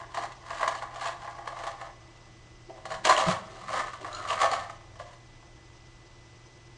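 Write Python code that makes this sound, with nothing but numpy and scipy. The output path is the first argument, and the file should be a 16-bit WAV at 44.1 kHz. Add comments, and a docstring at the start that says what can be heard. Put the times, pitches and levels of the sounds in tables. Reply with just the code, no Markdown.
"""A cardboard box of wooden matches is handled, swung and struck in a small room, close to a simple microphone.
Sticks tumble as random taps that ring the hollow box through resonances; harder knocks stand out of the rattle.
Single sticks ping as dying sines; bumps, the sliding tray and the swinging body are bands of noise and low tones.
Under it lie shaped room noise, a mains hum, a drone that comes and goes, thin whine lines and a throbbing hiss."""
import sys
import numpy as np
from scipy import signal
from scipy.fft import rfft, irfft
from scipy.io import wavfile
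from scipy.ndimage import uniform_filter1d

SR = 44100
rng = np.random.default_rng(int(sys.argv[2]) if len(sys.argv) > 2 else 0)


def log_audio(samples):
    """Write samples as a 16-bit WAV file to the path given in sys.argv[1]."""
    # one column per channel
    frames = np.atleast_2d(samples).T
    # limit to full scale, then quantise
    limited = np.clip(frames, -1, 1)
    pcm = np.round(limited * 32767).astype(np.int16)
    wavfile.write(sys.argv[1], SR, pcm)


N = 298601

# shakes of the box, each building, holding and settling; the last two levels are against level_db:
# top_s, build_s, hold_s, level_db (low box modes, before the random waver), upper_modes_db, stick_clicks_db
SHAKES = [(0.0, .01, 0.005, -37, 4.5, -10.5), (0.163, 0.072, 0.084, -39.5, 8.5, -5),
          (0.517, 0.13, 0.12, -38.5, 6.5, -7), (0.624, 0.1, 0.091, -45, 15.5, 1),
          (0.75, 0.053, 0.039, -45, -1, -1.5), (0.822, 0.016, 0.012, -40.5, 10, -11.5),
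          (0.946, 0.072, 0.022, -38.5, 0.5, -13), (1.023, 0.051, 0.054, -33.5, 8, -3),
          (1.233, 0.12, 0.081, -41, 4, -12), (1.357, 0.031, .06, -40.5, -1, -16.5),
          (1.462, 0.023, 0.062, -37.5, 1.5, -13.5), (1.573, 0.037, 0.031, -35.5, 1.5, -12),
          (1.643, .03, 0.05, -35, 3, -9), (1.794, .04, 0.067, -41, 3, -14),
          (2.037, 0.27, 0.23, -56.5, -1, -14), (2.702, .015, 0.23, -46, -4, -16),
          (2.86, 0.011, 0.048, -42, -8.5, -12), (2.913, 0.048, 0.043, -39.5, 6, -7.5),
          (3.047, 0.0086, 0.066, -24.5, 8.5, -2.5), (3.18, .06, 0.041, -25, 4.5, -7),
          (3.278, .05, 0.034, -32.5, 10.5, -1), (3.505, .15, 0.24, -43, -0.5, -9.5),
          (3.731, 0.09, 0.077, -32, 10, -4), (3.87, .03, .02, -43.5, 2, -3),
          (3.93, 0.018, 0.016, -45.5, 7, -3), (4.053, 0.11, 0.023, -37, 1.5, -11),
          (4.127, 0.14, 0.12, -40, 2.5, -7), (4.298, 0.056, 0.035, -34, 6, -4),
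          (4.411, 0.088, 0.051, -32, 9.5, -5), (4.53, 0.051, 0.022, -33.5, 8, -4),
          (4.58, .03, 0.069, -40.5, 7, -8), (4.697, 0.013, .02, -49.5, 6, -1.5),
          (4.858, .15, 0.22, -52.5, -6, -19), (4.993, .01, .03, -48, 5, -3.5),
          (5.087, .04, .05, -59, 9, -2)]
# knocks of sticks on the box, the last two levels against level_db: start_s, level_db, upper_modes_db, sticks_db
KNOCKS = [(0.145, -24.5, 2, -8), (0.172, -17, -1, -15.5), (0.236, -22.5, -1, -11.5), (0.319, -38.5, 6, -2),
          (0.504, -28.5, 6.5, -7), (0.532, -31.5, 8.5, -16), (0.609, -19, 0, -13), (0.63, -15.5, 4.5, -23),
          (0.64, -23, 2, -20), (0.677, -17.5, 7, -5), (0.7, -48, -9, -9), (0.75, -27.5, 5.5, -13),
          (0.823, -24.5, 4, -10.5), (0.959, -25.5, -2.5, -12), (1.012, -25, -0.5, -9), (1.057, -20, 0, -13),
          (1.085, -19.5, -4, -26), (1.218, -32, 2, -12), (1.245, -25.5, -7, -21), (1.276, -24, -2, -25),
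          (1.386, -27.5, -2.5, -20), (1.475, -20.5, 2, -13), (1.569, -31, 5.5, -13),
          (1.637, -20, -1.5, -16), (1.668, -21, -1, -11.5), (1.813, -28, 0, -11.5), (1.867, -27.5, -7, -22),
          (2.696, -25.5, -15, -26), (2.778, -36, -4, -17), (2.854, -24.5, 2.5, -9), (2.905, -24, -0.5, -12),
          (2.919, -22.5, 3.5, -13), (2.941, -24.5, 2, -8.5), (3.051, -11, -2, -5), (3.07, -9, -14, -18),
          (3.094, -5, -2, -13.5), (3.106, -12, 6, -10), (3.124, -15, 8, -7), (3.176, -15, 2, -8.5),
          (3.2, -15.5, -0.5, -8), (3.266, -15.5, -3, -19), (3.283, -11.5, -3.5, -14),
          (3.313, -13.5, 0, -11.5), (3.7, -23, -9, -19), (3.736, -17.5, -3, -13), (3.799, -27, 7, -15),
          (3.882, -31.5, 7.5, -13), (3.934, -37, 10, -13), (4.011, -30.5, -2, -10), (4.046, -27, 5, -16),
          (4.252, -28.5, 4, -14), (4.276, -23, -4, -18), (4.304, -16.5, -0.5, -14), (4.329, -20, 2.5, -10),
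          (4.377, -26, 8, -13), (4.402, -21, 0, -7.5), (4.415, -11.5, 2, -7.5), (4.431, -6.5, -4, -17),
          (4.443, -9.5, -5, -16.5), (4.516, -11, -8, -18), (4.533, -17, 3, -7.5), (4.697, -28.5, 2, -13),
          (4.809, -47.5, 7.5, -7), (4.956, -33.5, -5.5, -18), (4.998, -24.5, -1.5, -18.5),
          (5.131, -44, 4, -3), (5.426, -42.5, -1.5, -13), (5.577, -46.5, 1, -16)]
# low modes of the hollow box: pitch_hz, width_hz, level_db
LOW_BOX_MODES = [(365, 41, -25), (547.3, 27, -5), (662.3, 82, 1.5), (763.7, 66, 4), (888, 73, -7)]
# upper modes of the hollow box: pitch_hz, width_hz, level_db
UPPER_BOX_MODES = [(1080, 140, 5), (1164, 250, 11.5), (1483, 320, 5), (1700, 300, 5), (1910, 370, -0.5)]
# the grip bends the box: time_s, low_pitch_factor, upper_pitch_factor
GRIP = [(0, 1.054, 0.97), (1.05, 1.034, 0.98), (1.3, 1.08, .97), (1.9, 1.01, 1.017), (2.7, 1.006, 0.98),
        (3.1, 0.967, 0.97), (3.4, 1.014, 1.054), (4.05, 0.946, 1.003), (4.45, 1.003, 1.047),
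        (4.7, 1.06, 1.05), (5., 0.93, 0.97)]
# spectrum of clicking wood: pitch_hz, level_db
STICK_SPECTRUM = [(1500, -26.5), (2200, -1), (2500, -4.5), (2900, 0), (3600, -5.5), (4200, -4), (5200, -10),
                  (6000, -11), (6900, -9.5), (8200, -14.5), (9200, -18.5), (10200, -26)]
# single sticks that ring with a clear note:
# start_s, level_db (before the random flicker), pitch_hz, upper_note_db (against the first note)
PINGS = [(0.5038, -38, 2750, -13), (0.629, -36, 2950, -7), (0.75, -37, 4450, -5), (0.957, -42, 2870, -7),
         (1.0576, -40, 3090, -7), (2.1724, -48, 2630, -8), (2.9186, -39, 4200, -2.5),
         (3.052, -16.5, 2930, -6), (3.0697, -21, 2930, -16), (3.095, -17, 4150, -2.5),
         (3.1637, -21, 3000, -11), (3.1765, -17, 2910, -13), (3.1896, -23.5, 4100, -5),
         (3.7958, -35, 3080, -12), (4.128, -34, 3930, -5), (4.147, -32, 4150, -5.5),
         (4.1663, -39, 2860, -6), (4.1834, -44, 4060, -6), (4.2485, -47, 3960, -8),
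         (4.2734, -37, 2940, -10), (4.288, -37, 2880, -11), (4.3044, -25.5, 2860, -16),
         (4.3317, -33, 2620, -11), (4.512, -26, 4450, -5.5)]
# soft bumps around the deepest note of the box: top_s, build_s, hold_s, level_db
BUMPS = [(0.023, .03, .05, -59), (0.167, .03, 0.066, -55), (2.69, .01, 0.013, -52),
         (3.072, 0.038, 0.055, -41), (3.18, .03, 0.024, -48), (3.502, 0.053, .04, -55.5),
         (3.716, 0.044, 0.086, -52.5), (4.016, .015, 0.027, -51), (4.166, .04, 0.042, -56)]
# tray sliding in its sleeve: time_s, level_db, pitch_hz
TRAY_SLIDE = [(4.1, -55, 1240), (4.13, -45.5, 1290), (4.19, -42.5, 1390), (4.23, -43, 1230),
              (4.27, -40, 1235), (4.33, -29.5, 1100), (4.36, -50, 1130)]
# low rumble of the body swinging: top_s, build_s, hold_s, level_db
BODY_SWINGS = [(2.957, 0.18, 0.12, -55.5), (3.283, .1, 0.15, -53.5), (3.69, 0.1, 0.032, -52),
               (4.324, 0.18, .12, -59), (4.613, 0.21, 0.019, -57), (5.025, .1, 0.055, -66.5)]
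# low drone that comes and goes: top_s, build_s, hold_s, level_db
DRONE_SWELLS = [(3.3, .06, 0.018, -48), (3.6, 0.09, 0.18, -62), (4.05, .2, 0.97, -57)]
# decay of the room: pitch_hz, t60_s
ROOM_DECAY = [(300, 0.7), (800, 0.47), (2000, 0.42), (6000, 0.36)]
# spectrum shape of the air noise: pitch_hz, level_db (per Hz, relative)
AIR_SPECTRUM = [(15, -25.5), (25, -2.5), (60, -11), (100, -10), (150, -16), (230, -22.5), (400, -22),
                (1100, -23.5), (1500, -28.5), (3000, -29.5), (4400, -32.5), (6500, -36), (8000, -38.5),
                (9200, -51), (10200, -64.5)]
# steady whine lines: pitch_hz, level_db
WHINE_LINES = [(2000.5, -66), (4000.7, -87.5), (7025, -98.5), (9027, -85.5)]
# bands of the throbbing hiss, before its steps: pitch_hz, width_hz, level_db
THROB_BANDS = [(3000, 500, -82), (5050, 650, -76), (5950, 650, -76)]
# the four steps in every tenth of a second: level_db
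THROB_STEPS = [7.5, -6, 4.5, 0.5]

SHAKE_CLIMB_DB, SHAKE_FALL_DB_PER_S, CLICK_FALL_DB_PER_S = 19.5, 258, 333.5
PING_T60_S, PING_RISE_S, PING_UPPER_HZ = 0.033, 0.0016, 6890
THUD_S, THUD_DB, THUD_HZ = 3.266, -28.5, 151
THUD_ARCH = 0.23  # share by which the thud's pitch arches up
AIR_DB, HUM_HZ, HUM_DB = -54.5, 119.3, -58.5
FAN_TONE_HZ, FAN_TONE_WIDTH_HZ, FAN_TONE_DB = 340, 41, -64  # a fuzzy fan-like tone
BAND_EDGE_HZ = 10266


def box():
    """Rattle and knocks ring the hollow box, whose pitch shifts with the grip, and the sticks."""
    low, upper, bright = knocks() + rattle()
    card = ring(low, LOW_BOX_MODES, follow(GRIP, 1))
    card += ring(upper, UPPER_BOX_MODES, follow(GRIP, 2))
    # the box is too small to radiate bass
    high_pass = signal.butter(3, 310, "high", fs=SR, output="sos")
    card = signal.sosfilt(high_pass, card)
    return card + colour(bright, STICK_SPECTRUM) + pings() + bumps()


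def rattle():
    """Loose sticks tap the walls: the drive of the low box modes, the upper box modes and the sticks."""
    fall = np.array([[SHAKE_FALL_DB_PER_S], [SHAKE_FALL_DB_PER_S], [CLICK_FALL_DB_PER_S]])
    power = 0
    for top_s, build_s, hold_s, level_db, upper_db, clicks_db in SHAKES:
        shape = swell(top_s, build_s, hold_s, level_db, SHAKE_CLIMB_DB, fall)
        power = power + (shape * gain_of([[0], [upper_db], [clicks_db]])) ** 2
    # the rattle sits below its listed level and wavers at random
    waver_db = -3.2 * (1.5 + np.tanh(wander(54)))
    level = np.sqrt(power) * gain_of(waver_db)
    taps = tumble(per_s=450, spread_db=1.5, scuff=0.54)
    # sticks also click on each other
    clicks = evened(taps + 1.37 * tumble(per_s=1500, spread_db=6.0, scuff=0.97))
    return level * np.array([taps, taps, clicks])


def tumble(per_s, spread_db, scuff):
    """Random taps of very unequal size over a sliding scuff."""
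    size = gain_of(spread_db * np.minimum(rng.exponential(1, N), 4))
    size *= rng.choice([-1., 1.], N)
    taps = evened(size * (rng.random(N) < per_s / SR))
    return evened(taps + scuff * rng.standard_normal(N))


def knocks():
    """Each knock is a firm blow on the card, its rebound and a clump of small taps."""
    length = 800
    t = np.arange(length) / SR
    chance = rng.standard_normal((len(KNOCKS), length + 1))
    clumps = chance[:, 1:] * np.exp(-t / 0.011) * np.minimum(t / 0.00063, 1)
    clumps *= 0.33 / np.sqrt(np.mean(clumps[:, :130] ** 2, axis=1))[:, None]
    rebound_at = np.round(SR * (0.00303 + 0.00163 * np.tanh(chance[:, :1])))
    blows = 5.15 * (t == 0) + 3.9 * (np.arange(length) == rebound_at) + 0.48 * clumps
    drive = np.zeros((3, N))
    for (start_s, db, upper_db, sticks_db), blow, clump in zip(KNOCKS, blows, clumps):
        i = round(start_s * SR)
        gains = gain_of([[db], [db + upper_db], [db + sticks_db]])
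        drive[:, i:i + length] += gains * [blow, blow, clump]
    return drive


def pings():
    """Two dying notes for each ringing stick, their level flickering at random so they sound rough."""
    t, out = np.arange(2000) / SR, np.zeros(N)
    for start_s, db, hz, upper_db in PINGS:
        notes = np.sin(2 * np.pi * hz * t)
        notes += gain_of(upper_db) * np.sin(2 * np.pi * PING_UPPER_HZ * t)
        decay = gain_of(db - 60 * t / PING_T60_S)
        out[round(start_s * SR):][:2000] += decay * np.minimum(t / PING_RISE_S, 1) * notes
    flicker = 0.71 + 0.73 * wander(300)
    return out * flicker


def bumps():
    """Short swells of noise around the deepest box note."""
    level = sum(swell(*row, climb_db=19.5, fall_db_per_s=401) for row in BUMPS)
    return level * fuzz(366, 120)


def slide():
    """Friction noise whistles in the air space of the box, its pitch gliding as the space shrinks and grows."""
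    level = during(TRAY_SLIDE) * gain_of(follow(TRAY_SLIDE, 1))
    return level * fuzz(follow(TRAY_SLIDE, 2), 220)


def thud():
    """The dull thud of the swing: a short rough low tone whose pitch rises and falls back."""
    t = np.arange(N) / SR
    hz = THUD_HZ * (1 + THUD_ARCH * np.exp(-((t - THUD_S - 0.035) / 0.036) ** 2))
    tone = np.sin(2 * np.pi * np.cumsum(hz) / SR)
    tone = tone + 0.37 * fuzz(0.77 * hz, 62) + 0.27 * fuzz(2 * hz, 106)
    level = swell(THUD_S + 0.018, 0.028, 0.018, THUD_DB, climb_db=2, fall_db_per_s=420)
    level = uniform_filter1d(level * (t > THUD_S), size=400)  # softens the onset
    return level * evened(tone)


def rumble():
    """Dull low noise while the body swings."""
    level = sum(swell(*row, climb_db=16.5, fall_db_per_s=109) for row in BODY_SWINGS)
    return level * fuzz(176, 81)


def room(x):
    """Echo of sparse taps of random sign, each band dying at its own speed."""
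    taps = np.zeros(SR // 2)
    at = np.arange(200, SR // 2 - 20, 20) + rng.integers(0, 20, (SR // 2 - 201) // 20)
    taps[at] = rng.choice([-1., 1.], len(at))
    hz, t, bands = signal.stft(taps, SR, nperseg=256)
    decay = gain_of(-60 * t / read(ROOM_DECAY, hz)[:, None])
    tail = signal.istft(bands * decay, SR, nperseg=256)[1]
    return signal.fftconvolve(x, tail / np.linalg.norm(tail))[:N]


def drone():
    """A sine pitched below the hum, wavering in pitch and level, that swells and fades."""
    tone = np.sin(2 * np.pi * np.cumsum(98 + 2.62 * wander(6.8)) / SR)
    tone *= 1 + 0.23 * wander(7.8)
    level = sum(swell(*row, climb_db=17.5, fall_db_per_s=112) for row in DRONE_SWELLS)
    return evened(tone) * level


def background():
    """Shaped room and circuit noise, a hum that wavers a little, a fuzzy tone and steady whine lines."""
    hz, t = np.fft.rfftfreq(N, 1 / SR), np.arange(N) / SR
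    shaped = irfft(rfft(rng.standard_normal(N)) * gain_of(read(AIR_SPECTRUM, hz)), N)
    air = gain_of(AIR_DB) * evened(shaped)
    hum_level = gain_of(HUM_DB + 1.2 * np.tanh(wander(10)))
    hum = hum_level * np.sqrt(2) * np.sin(2 * np.pi * HUM_HZ * t + 0.2 * wander(5.4))
    fan_tone = gain_of(FAN_TONE_DB) * fuzz(FAN_TONE_HZ, FAN_TONE_WIDTH_HZ)
    whine = sum(gain_of(db) * np.sqrt(2) * np.sin(2 * np.pi * f * t) for f, db in WHINE_LINES)
    return air + hum + fan_tone + whine


def throb():
    """High hiss switched in uneven steps, in a pattern that repeats ten times a second."""
    step = ((np.arange(N) / SR + 0.045) * 40).astype(int)
    chance_db = 2.1 * np.tanh(rng.standard_normal(step[-1] + 1))
    step_db = np.array(THROB_STEPS)[step % 4] + chance_db[step]
    hiss = sum(gain_of(db) * fuzz(hz, width) for hz, width, db in THROB_BANDS)
    return uniform_filter1d(gain_of(step_db), size=150) * hiss


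def gain_of(db):
    """Decibels to amplitude."""
    return 10 ** (np.asarray(db) / 20)


def evened(x):
    """Scales to rms 1."""
    return x / np.sqrt(np.mean(x ** 2) + 1e-20)


def read(points, hz):
    """Reads a spectrum on a log-frequency axis."""
    f, value = np.transpose(points)
    return np.interp(np.log(hz + 1), np.log(f + 1), value)


def follow(rows, column):
    """One column of a curve at every sample."""
    rows = np.asarray(rows)
    return np.interp(np.arange(N) / SR, rows[:, 0], rows[:, column])


def during(rows):
    """One while a curve lasts, else zero."""
    t = np.arange(N) / SR
    return (t >= rows[0][0]) & (t < rows[-1][0])


def swell(top_s, build_s, hold_s, db, climb_db, fall_db_per_s):
    """An amplitude that climbs to its top, holds and dies away, in straight lines of decibels."""
    t = np.arange(N) / SR - top_s
    climb = climb_db * np.minimum(t, 0) / max(build_s, 0.001)
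    fall = fall_db_per_s * np.maximum(t - hold_s, 0)
    return gain_of(db + climb - fall)


def resonate(x, hz, width, order=1):
    """Shifts the pitch hz down to zero, smooths, and shifts back: a resonance, steeper with order."""
    turn = np.exp(2j * np.pi * np.cumsum(hz * np.ones(len(x))) / SR)
    r = np.exp(-np.pi * width / SR)
    smooth = signal.lfilter([(1 - r) ** order], np.poly([r] * order), x / turn)
    return 2 * (turn * smooth).real


def ring(x, modes, pitch):
    """A set of steep modes, scaled so that white drive of rms 1 comes out near rms 1."""
    out = sum(gain_of(db) * resonate(x, hz * pitch, width, order=2) for hz, width, db in modes)
    power = sum(gain_of(2 * db) * np.pi * width / SR for hz, width, db in modes)
    return out / np.sqrt(power)


def colour(x, points):
    """Causal filter of the given spectrum and energy 1: phase from the Hilbert transform of the log gain."""
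    log_gain = np.log(gain_of(read(points, abs(np.fft.fftfreq(4096, 1 / SR)))))
    taps = np.fft.ifft(np.exp(np.conj(signal.hilbert(log_gain)))).real[:1024]
    return signal.oaconvolve(x, taps / np.linalg.norm(taps))[:N]


def wander(hz):
    """Smoothed chance of rms 1, faster with hz."""
    return evened(resonate(rng.standard_normal(N), 0, hz))


def fuzz(hz, width):
    """Noise in a steep narrow band, rms 1."""
    return evened(resonate(rng.standard_normal(N), hz, width, order=2))


def scene():
    """Box close by, its echo, the swinging body and the background."""
    near = box() + slide()
    echo = gain_of(-6.5) * room(near)
    mix = near + echo + thud() + rumble() + drone() + background() + throb()
    return mix[None]


def record(dry):
    """The band limit of the recorder: a steep low-pass."""
    low_pass = signal.firwin(511, BAND_EDGE_HZ, window=("kaiser", 9), fs=SR)
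    return signal.oaconvolve(dry, low_pass[None], "same")


dry = scene()
out = record(dry)
log_audio(out)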